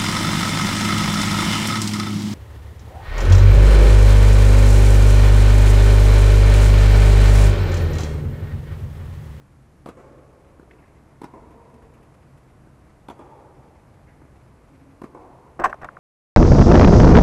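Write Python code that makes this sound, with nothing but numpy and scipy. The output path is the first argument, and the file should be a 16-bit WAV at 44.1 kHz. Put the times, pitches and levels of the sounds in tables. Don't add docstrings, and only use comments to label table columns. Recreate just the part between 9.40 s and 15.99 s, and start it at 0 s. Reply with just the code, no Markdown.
import sys
import numpy as np
from scipy import signal
from scipy.fft import rfft, irfft, next_fast_len
from scipy.io import wavfile
from scipy.ndimage import uniform_filter1d, map_coordinates

SR = 44100
rng = np.random.default_rng(int(sys.argv[2]) if len(sys.argv) > 2 else 0)


def transcribe(signal):
    frames = np.atleast_2d(signal).T
    limited = np.clip(frames, -1, 1)
    pcm = np.round(limited * 32767).astype(np.int16)
    wavfile.write(sys.argv[1], SR, pcm)


N = 290619

# (t/s, level/dB, strings f/Hz, strings/dB, crack/dB, frame/dB, first roof delay/s,
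# second roof delay/s, first echo's share of the roof energy, end wall delay/s, end wall/dB)
STROKES = [(0.459, -27, 620, -2.5, -12, -24.5, .0132, .0275, 0.26, .111, -11),
           (1.8156, -27.5, 983, -6, -14.5, -33, 0.018, 0.025, 0.26, 0.12, -7.5),
           (3.6847, -29, 875, 0.5, -12.5, -15.5, .0142, .0225, 0.8, .107, -3),
           (5.6166, -27.5, 1050, -6.5, -16.5, -42, .0178, .023, 0.18, 0.13, -2.5)]
# (t/s, relative level/dB, decay/s, low knock/dB, rasp/dB)
RATTLES = [(6.192, -29, 0.01, 2.5, -35), (6.1975, -27.5, .0047, 5, -14), (6.205, -32, 0.021, 5, -42),
           (6.217, -24.5, .0057, -5, -38), (6.2402, -14, 0.007, -34, -17.5), (6.244, -12, 0.0097, -20, -23),
           (6.2565, -10.5, 0.0047, -15, -31), (6.263, -32, .021, 3, -22), (6.295, -36, 0.014, 0, -16.5),
           (6.3425, -33.5, .003, 5, -20), (6.415, -37.5, 0.007, -12, -17), (6.42, -35.5, .0054, -3, -23),
           (6.4309, -31.5, .0056, 2, -45), (6.4447, -20, 0.0029, -11, -21.5),
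           (6.451, -33.5, 0.0068, -1.5, -45)]


def amp(db):
    return 10 ** (np.asarray(db) / 20)


def unit(x):
    return x / np.sqrt(np.mean(x ** 2) + 1e-20)


def along(points, hz):
    f, v = np.transpose(points)
    return np.interp(np.log(hz + 1), np.log(f + 1), v)


def filtered(x, response):
    size = next_fast_len(len(x) + 8192)
    return irfft(rfft(x, size) * response(np.fft.rfftfreq(size, 1 / SR)), size)[:len(x)]


def noise(spectrum, size):
    return unit(filtered(rng.standard_normal(size), lambda hz: amp(along(spectrum, hz))))


def ringing(modes, size):
    def gain(f):
        return sum(amp(db) * (f * width) ** 2 / ((hz * hz - f * f) ** 2 + (f * width) ** 2)
                   for hz, width, db in modes)
    return unit(filtered(rng.standard_normal(size), gain))


def even(x, size=220):
    return x / np.sqrt(np.abs(uniform_filter1d(x ** 2, size)) + 1e-9)


def swell(t, peak):
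    u = np.maximum(t, 0) / peak
    return u * np.exp(1 - u)


def add(track, s, sound):
    part = track[max(round(s * SR), 0):][:len(sound)]
    part += sound[:len(part)]


def ventilation():
    air = [(12, -59), (20, -11.5), (65, 1), (102, -4), (141, -4), (175, -6.5), (268, -9.5), (299, -7.5),
           (401, -17), (471, -16), (996, -21.5), (1140, -21), (2160, -29.5), (3320, -38), (12000, -41),
           (15600, -62), (22000, -120)]
    fan_tones = [(73, 42, -64), (133.3, 19, -58.5)]
    fans = sum(amp(db) * ringing([(hz, width, 0)], N) for hz, width, db in fan_tones)
    return amp(-52.5) * noise(air, N) + fans


def footwork(count=70, step_db=-64):
    sole = [(200, -5), (600, 3.5), (2300, 3), (3300, -9), (12000, -23)]  # (f/Hz, level/dB)
    out, t = np.zeros(N), np.arange(SR // 10) / SR
    for when, softness, drag in rng.random((count, 3)):
        scrape = swell(t, 0.0011 + 0.012 * drag) * noise(sole, len(t))
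        add(out, when * N / SR, amp(step_db - 3.8 * softness) * scrape)
    return out + amp(-7) * hall(out)[:N]


def hall(x, delay=0.108, wall_db=-12, clump_s=0.011, scatter_db=-9):
    t60 = [(150, 0.79), (450, 3.03), (700, 3.63), (1000, 1.94), (2500, 1.4), (6000, 1.6), (12000, .5)]
    colour = [(100, -15), (280, -3), (450, 2), (700, -3.5), (950, 1), (1200, -1.5), (1600, -2.5),
              (2400, -0.5), (3600, -9.5), (8000, -1.5), (12000, -12)]
    hz, times, bands = signal.stft(rng.standard_normal(2 * SR), SR, nperseg=256)
    decay = amp(-60 * times / along(t60, hz)[:, None])
    tail = signal.istft(bands * decay, SR, nperseg=256)[1]
    t = np.arange(len(tail)) / SR
    scatter = amp(scatter_db) * np.minimum(t / 0.039, 1)
    clump = 1 + np.exp(-np.abs(t - delay) / clump_s)
    response = amp(-33.5) * tail * np.where(t < delay, scatter, clump)
    add(response, delay, amp([wall_db]))
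    return signal.fftconvolve(x, filtered(response, lambda f: amp(along(colour, f))))


def racket(string_hz, string_db, crack_db, frame_db, thump_hz=275.4, frame_hz=3404, dwell_s=0.00382):
    pop_spectrum = [(200, -19), (480, 15.5), (720, 8), (1000, 7.5), (1350, -6), (1700, -14), (3000, -45),
                    (6000, -60)]
    crack_spectrum = [(400, -1.5), (1200, 16), (1750, 3.5), (2350, 5), (3100, -6.5), (4400, -6),
                      (6300, -12), (8500, -9.5), (12000, -9.5)]
    t = np.arange(SR // 10) / SR
    t_squash, t_free = t - 0.00059, t - dwell_s
    thump = swell(t_squash, 0.002) ** 2 * np.sin(2 * np.pi * thump_hz * t_squash)
    ping = amp(string_db) * swell(t_free, 0.00086) * np.sin(2 * np.pi * string_hz * t_free)
    pop = amp(-11.5) * swell(t_squash, 0.0029) * even(noise(pop_spectrum, len(t)))
    crack_envelope = (1 - np.exp(-t / 0.00051)) * np.exp(-t / 0.0076)
    crack = amp(crack_db) * crack_envelope * even(noise(crack_spectrum, len(t)))
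    frame = amp(frame_db) * swell(t, 0.00082) * np.sin(2 * np.pi * frame_hz * t)
    return thump + ping + pop + crack + frame


def roof(x, scatter_s=0.018, scatter_db=-31):
    colour = [(150, 1), (500, 5), (3000, 6), (7000, 9), (12000, -10)]  # (f/Hz, level/dB)
    t = np.arange(SR // 5) / SR
    response = amp(scatter_db) * np.exp(-t / scatter_s) * noise(colour, len(t))
    response[0] += 1
    return signal.fftconvolve(x, response)


def rally(roof_db=0.5, hall_db=-1.85, roof_to_hall_db=-7):
    out = np.zeros(N)
    for s, db, *timbre, first_delay, second_delay, share, wall_delay, wall_db in STROKES:
        blow = lambda: amp(db) * racket(*timbre)
        add(out, s, blow())
        add(out, s, amp(hall_db) * hall(blow(), wall_delay, wall_db))
        for delay, energy in [(first_delay, share), (second_delay, 1 - share)]:
            add(out, s + delay, amp(roof_db) * np.sqrt(energy) * roof(blow()))
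            add(out, s + delay, amp(roof_to_hall_db) * hall(blow(), wall_delay))
    return out


def dome_wash(rally_db=-61, build_s=1, waver_db=1.5, waver_points=14, net_db=-53):
    colour = [(100, -8), (280, -6.5), (500, 2.5), (1100, -1.5), (1600, -14), (2300, -15.5), (3500, -28.5),
              (9000, -70)]
    t = np.arange(N) / SR
    build = 1 - np.exp(-np.maximum(t - STROKES[0][0], 0) / build_s)
    waver = map_coordinates(rng.standard_normal(waver_points), [np.linspace(0, waver_points - 1, N)])
    from_rally = amp(rally_db + waver_db * waver) * np.sqrt(build)
    from_net = amp(net_db) * swell(t - RATTLES[0][0], 0.27)
    return np.hypot(from_rally, from_net) * noise(colour, N)


def far_courts(grit_db=-12, scuff_db=-61, hall_db=-4):
    bounces = [(1.196, -34.5, 282), (1.2288, -40.5, 387), (1.2761, -46.5, 660), (1.391, -47, 353),
               (2.418, -50, 242.2), (3.2356, -43.5, 250), (3.271, -40.5, 295), (4.818, -38.5, 294),
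               (4.851, -43.5, 322)]
    grit = [(200, -38), (600, 5), (1500, 5), (2500, -55), (4000, -31), (12000, -25)]
    squeaks = [(1.309, -49.5, 2240, 0.0028), (1.33, -64, 2370, 0.0052), (1.381, -64, 2440, 0.0083),
               (1.438, -59, 1960, 0.0038), (4.667, -60.5, 1910, 0.023)]
    scuffs = [2.106, 2.338, 2.42, 2.537, 2.626, 2.74, 2.973]
    sand = [(400, 8), (1500, 16), (2500, 13), (4000, -1), (8000, 0.5), (12000, 0)]
    out, t = np.zeros(N), np.arange(SR // 10) / SR
    for s, db, hz in bounces:
        thud = np.sin(2 * np.pi * hz * t) + amp(grit_db) * noise(grit, len(t))
        add(out, s, amp(db) * swell(t, 0.0016) * thud)
    for s, db, hz, rise in squeaks:
        bands = [(hz * 0.86, hz * 0.24, 0), (hz * 1.08, hz * 0.17, -1)]
        add(out, s, amp(db) * swell(t, rise) * even(ringing(bands, len(t))))
    for s in scuffs:
        add(out, s, amp(scuff_db) * swell(t, 0.0054) * noise(sand, len(t)))
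    return out + amp(hall_db) * hall(out)[:N]


def dome_booms():
    notes = [(1.95, -55, 237, 25, 0.19), (2.0, -56.5, 455, 49.7, 0.23), (5.281, -56.5, 275, 40.7, 0.16),
             (5.73, -52.5, 740, 202, 0.11)]
    out, t = np.zeros(N), np.arange(2 * SR) / SR
    for s, db, hz, width, rise in notes:
        add(out, s, amp(db) * swell(t, rise) * ringing([(hz, width, 0)], len(t)))
    return out


def net(cable_hz=1105, chirp_hz=2080, fall_s=0.00204, spread=0.0035):
    rattle_knock = [(30, 0.5), (120, -7.5), (230, -8), (350, 3.5), (480, -2), (650, 3), (1100, -12),
                    (2200, -34), (5000, -78)]
    rattle_rasp = [(800, -30), (2000, 0), (2600, 15), (3200, -0.5), (4300, -4), (5200, 0.5), (6300, 3.5),
                   (7000, -11), (8000, 4), (9500, -25), (10800, -6), (12000, -5.5)]
    post_modes = [(603, 65, -2), (739, 53, 2.5), (940, 120, -3), (1114, 180, 2), (1240, 68, -12),
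                  (1544, 200, -4), (1850, 210, -9), (2560, 210, -27)]
    returns = [(6.2377, -16.5), (6.328, -19.5), (6.487, -27), (6.568, -32.5)]
    out, t = np.zeros(N), np.arange(SR // 6) / SR
    for s, db, decay_s, knock_db, rasp_db in RATTLES:
        post = even(ringing(post_modes, len(t)))
        knock = amp(knock_db) * even(noise(rattle_knock, len(t)))
        rasp = amp(rasp_db) * noise(rattle_rasp, len(t))
        cable = amp(-11) * np.sin(2 * np.pi * (cable_hz * t + rng.random()))
        envelope = (1 - np.exp(-t / 0.00075)) * np.exp(-t / decay_s)
        add(out, s, amp(db + 1) * envelope * (post + knock + rasp + cable))
    falling_hz = chirp_hz / np.sqrt(1 + t / fall_s)
    for s, db in returns:
        rise = 0.0015 + spread * (s - returns[0][0])
        chirp = swell(t, rise) ** 2.1 * np.sin(2 * np.pi * np.cumsum(falling_hz) / SR)
        shaken_post = amp(-10.5) * swell(t, 0.0019) * even(ringing(post_modes, len(t)))
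        add(out, s, amp(db) * (chirp + shaken_post))
    return out + amp(-41) * hall(out)[:N]


def scene():
    return (rally() + far_courts() + footwork() + dome_booms() + net() + dome_wash() + ventilation())[None]


def record(dry):
    top_hz = 12150
    return np.array([filtered(channel, lambda hz: hz < top_hz) for channel in dry])


dry = scene()
out = record(dry)
transcribe(out)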